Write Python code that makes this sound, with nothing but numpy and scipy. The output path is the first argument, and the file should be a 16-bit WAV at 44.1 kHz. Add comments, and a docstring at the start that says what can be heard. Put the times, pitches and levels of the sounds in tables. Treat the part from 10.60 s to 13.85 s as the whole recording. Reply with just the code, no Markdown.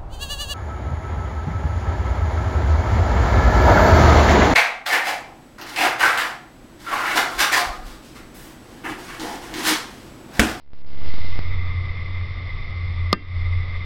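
"""A thin hiss and a soft buzz of ticks come first: a trail camera is waking in a still wood at night.
Its amplifier makes the hiss, and ticks each time its gain (how much it boosts the sound) steps up.
Air ringing in the camera's case fades in, along with a rumble and a low hum.
One sharp knock on the case overloads the camera, and its gain control turns everything down briefly."""
import sys
import numpy as np
from scipy import signal
from scipy.fft import rfft, irfft, next_fast_len
from scipy.io import wavfile
from scipy.ndimage import map_coordinates

SR = 44100
rng = np.random.default_rng(int(sys.argv[2]) if len(sys.argv) > 2 else 0)


def generate_wav(sig):
    """Save sig (samples, or channels by samples) to the path in sys.argv[1] as 16-bit PCM at SR."""
    pcm = np.round(np.clip(np.atleast_2d(sig).T, -1, 1) * 32767).astype(np.int16)
    wavfile.write(sys.argv[1], SR, pcm)


N = 143325


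def amp(db):
    """Turn decibels into a number to multiply by."""
    return 10 ** (np.asarray(db) / 20)


def curve(points):
    """Join (time_s, value) points with straight lines, one value per sample."""
    return np.interp(np.arange(N) / SR, *np.transpose(points))


def colour(points):
    """Turn (pitch_hz, level_db) points into a function giving each pitch's strength."""
    pitch_hz, level_db = np.transpose(points)
    return lambda hz: amp(np.interp(np.log(hz + 1), np.log(pitch_hz + 1), level_db))


def filtered(x, strength):
    """Multiply each pitch in x by strength(hz)."""
    size = next_fast_len(N + SR // 2)
    return irfft(rfft(x, size) * strength(np.fft.rfftfreq(size, 1 / SR)), size)[:N]


def noise(strength):
    """Noise shaped by strength(hz), with an average power of 1."""
    x = filtered(rng.standard_normal(N), strength)
    return x / np.sqrt(np.mean(x ** 2) + 1e-20)


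def wobble(per_s):
    """A smooth curve through per_s random values each second."""
    values = rng.standard_normal(int(N * per_s / SR) + 4)
    return map_coordinates(values, [np.arange(N) * per_s / SR])


def fade(t, fade_s):
    """Jump from 0 to 1 at t = 0, then die away by 60 dB every fade_s."""
    return (t >= 0) * np.exp(-np.log(1000) * np.abs(t) / fade_s)


def hiss():
    """The amplifier's own noise drops out twice, swells and settles."""
    # loudness of the hiss: time_s, level_db
    loudness = [(0, -59), (.125, -88), (.14, -59), (.218, -55.5), (.232, -90), (.255, -84), (.266, -52),
                (.35, -50.5), (.48, -40), (.72, -39.5), (.95, -46), (3.25, -46)]
    # tone of the hiss: pitch_hz, level_db
    tone = [(100, 7.5), (400, 2.5), (900, 3), (1600, -1.5), (3000, 1), (4300, 1), (5200, -0.5)]
    return amp(curve(loudness)) * noise(colour(tone))


def wake_ticks():
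    """Each gain step jolts the amplifier's resting level, which settles: a buzz, then single ticks."""
    # single jumps of the gain: start_s, level_db, direction (1 up, -1 down)
    jumps = [(.1339, -34.5, 1), (0.541, -22.5, 1), (0.5836, -25, 1), (0.6474, -25.5, 1), (0.6854, -27, 1),
             (0.7581, -27, 1), (.776, -26, 1), (0.7915, -16.5, -1), (0.8054, -32, 1), (.8354, -31.5, 1)]
    count, gap_s, growth_db_per_s, settle_s = 35, .014222, 52.5, .21
    times_s = .0059 + gap_s * np.arange(count)
    levels_db = -51 + growth_db_per_s * times_s + rng.standard_normal(count)
    steps = np.zeros(N)
    steps[np.round(times_s * SR).astype(int)] = amp(levels_db)
    for start_s, level_db, direction in jumps:
        steps[round(start_s * SR)] += np.sign(direction) * amp(level_db)
    return signal.lfilter([1], [1, -np.exp(-1 / (settle_s * SR))], steps)


def night_air():
    """Faint air noise rings at a few pitches inside the hollow case."""
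    # where the hollow case rings: pitch_hz, width_hz, level_db
    peaks = [(1171.6, 186, -9.5), (2067.7, 140, -0.5), (2313, 300, -16), (3552, 278, -15.5)]

    def hollow(hz):
        return np.sqrt(sum(amp(level_db) ** 2 / (1 + (2 * (hz - pitch_hz) / width_hz) ** 2) ** 1.6
                           for pitch_hz, width_hz, level_db in peaks))
    return amp(-38.5 + 1.01 * wobble(per_s=30.09)) * noise(hollow)


def rumble():
    """Deep, steady noise."""
    # tone of the rumble: pitch_hz, level_db
    tone = [(8, 1), (20, -2.5), (30, 0), (48, -11.5), (75, -7), (98, -8.5), (112, -14), (145, -18),
            (175, -24), (260, -31.5), (600, -35), (1000, -43.5), (2000, -76.5)]
    return amp(-27.5) * noise(colour(tone))


def hum():
    """One low note swells and wavers, with a faint electrical hum beside it."""
    # swells of the low note: time_s, relative_level_db
    swells = [(.5, -29.5), (.62, -29), (.75, -30), (.95, -26), (1.24, -28.5), (1.47, -28.5), (1.63, -23.5),
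              (1.8, -31), (2.02, -35), (2.1, -31), (2.25, -26), (2.48, -26), (2.56, -30.5), (2.72, -24.5),
              (2.82, -22.5), (2.93, -18.5), (3.06, -26), (3.25, -25)]
    # notes of the electrical hum: pitch_hz, relative_level_db
    electric_notes = [(121, -46.5), (360, -64), (480, -68), (600, -68)]
    low_hz, waver_db = 88.1, 1.75
    t = np.arange(N) / SR
    phase = 2 * np.pi * low_hz * t + .25 * wobble(per_s=8.3)  # the pitch drifts a little
    low_note = amp(curve(swells) + waver_db * wobble(per_s=10)) * np.sin(phase)
    electric = sum(amp(db + waver_db * wobble(per_s=4.2)) * np.sin(2 * np.pi * hz * t)
                   for hz, db in electric_notes)
    return np.sqrt(2) * (low_note + electric)


def knock():
    """A hard tap on the case: it cracks and rings, with a short echo and a longer low boom."""
    # notes the struck case rings with: pitch_hz, relative_level_db, fade_s
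    case_notes = [(140, -20, .05), (170, -16.5, .06), (275, -30, .24), (345, -32, .1), (640, -25, .05),
                  (1060, -24, .035), (1210, -6, .042), (1335, -41, .24), (1585, -28, .14), (1795, -26, .11),
                  (2062, -22, .07), (2724, -36, .28), (3192, -45, .42), (3650, -14, .016),
                  (4330, -16, .014), (4818, -44, .24), (5000, -14, .014)]
    # tone of the crack: pitch_hz, level_db
    crack_tone = [(100, -0.5), (400, 12.5), (800, 1.5), (1450, -11), (2000, 4), (2700, -3.5), (3700, 0.5),
                  (4400, 2.5), (5200, 1)]
    # tone of the echo among the trees: pitch_hz, level_db
    echo_tone = [(100, -6.5), (300, 2), (600, -6.5), (800, -5), (1200, -3), (1450, -8.5), (2100, -3.5),
                 (3000, -21), (5200, -24.5)]
    start_s, rise_s, boom_hz, boom_octaves = 2.529, .001, 240, .53
    t = np.arange(N) / SR - start_s
    ring = -sum(amp(db + rng.normal(0, .31)) * fade(t, fade_s) * np.sin(2 * np.pi * hz * t)
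                for hz, db, fade_s in case_notes)
    ring *= amp(2) * (1 - np.exp(-np.abs(t) / rise_s))
    crack = amp(-1) * fade(t, fade_s=.015) * noise(colour(crack_tone))
    echo = amp(-21) * fade(t, fade_s=.081) * noise(colour(echo_tone))
    low_noise = noise(lambda hz: np.exp(-.5 * (np.log2((hz + 1) / boom_hz) / boom_octaves) ** 2))
    boom = amp(-24) * fade(t, fade_s=.27) * low_noise
    bass_cut = signal.butter(3, 82, 'hp', fs=SR, output='sos')
    return signal.sosfilt(bass_cut, ring + crack + echo + boom)


def gain_control(x):
    """Loud peaks pull the volume down quickly; it climbs back at a steady rate."""
    limit_db, max_cut_db, react_s, recover_db_per_s = -9.5, 8, .006, 60.5
    without_bass = signal.sosfilt(signal.butter(2, 200, 'hp', fs=SR, output='sos'), x)
    over_db = np.maximum(20 * np.log10(np.abs(without_bass) + 1e-9) - limit_db, 0)
    recovery_db = recover_db_per_s * np.arange(N) / SR
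    held_db = np.maximum.accumulate(over_db + recovery_db) - recovery_db  # each peak drains away
    cut_db = np.minimum(held_db, max_cut_db)
    smoothing = np.exp(-1 / (react_s * SR))
    return x * amp(-signal.lfilter([1 - smoothing], [1, -smoothing], cut_db))


def scene():
    """Add all the sounds into the camera's one channel."""
    # the microphone coming alive: time_s, gain_db
    fade_in = [(0, -41.5), (.25, -27.5), (.5, -7.5), (.7, -5.5), (.95, .7), (1.45, -2)]
    electronics = hiss() + wake_ticks()
    background = amp(curve(fade_in)) * (night_air() + rumble() + hum())
    return (electronics + background + knock())[None]


def record(dry):
    """The camera turns loud moments down, dulls the treble and flattens peaks that are too big."""
    # how the camera loses treble: pitch_hz, gain_db
    treble_loss = [(5150, 1), (5400, -5), (5700, -10), (6000, -21), (6300, -45.5), (6800, -84.5)]
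    ceiling, top_hz = .76, 16000
    dulled = filtered(gain_control(dry[0]), colour(treble_loss))
    flattened = np.clip(dulled, -ceiling, ceiling)
    return filtered(flattened, lambda hz: 1 / np.sqrt(1 + (hz / top_hz) ** 120))[None]  # steep top cut


dry = scene()
out = record(dry)
generate_wav(out)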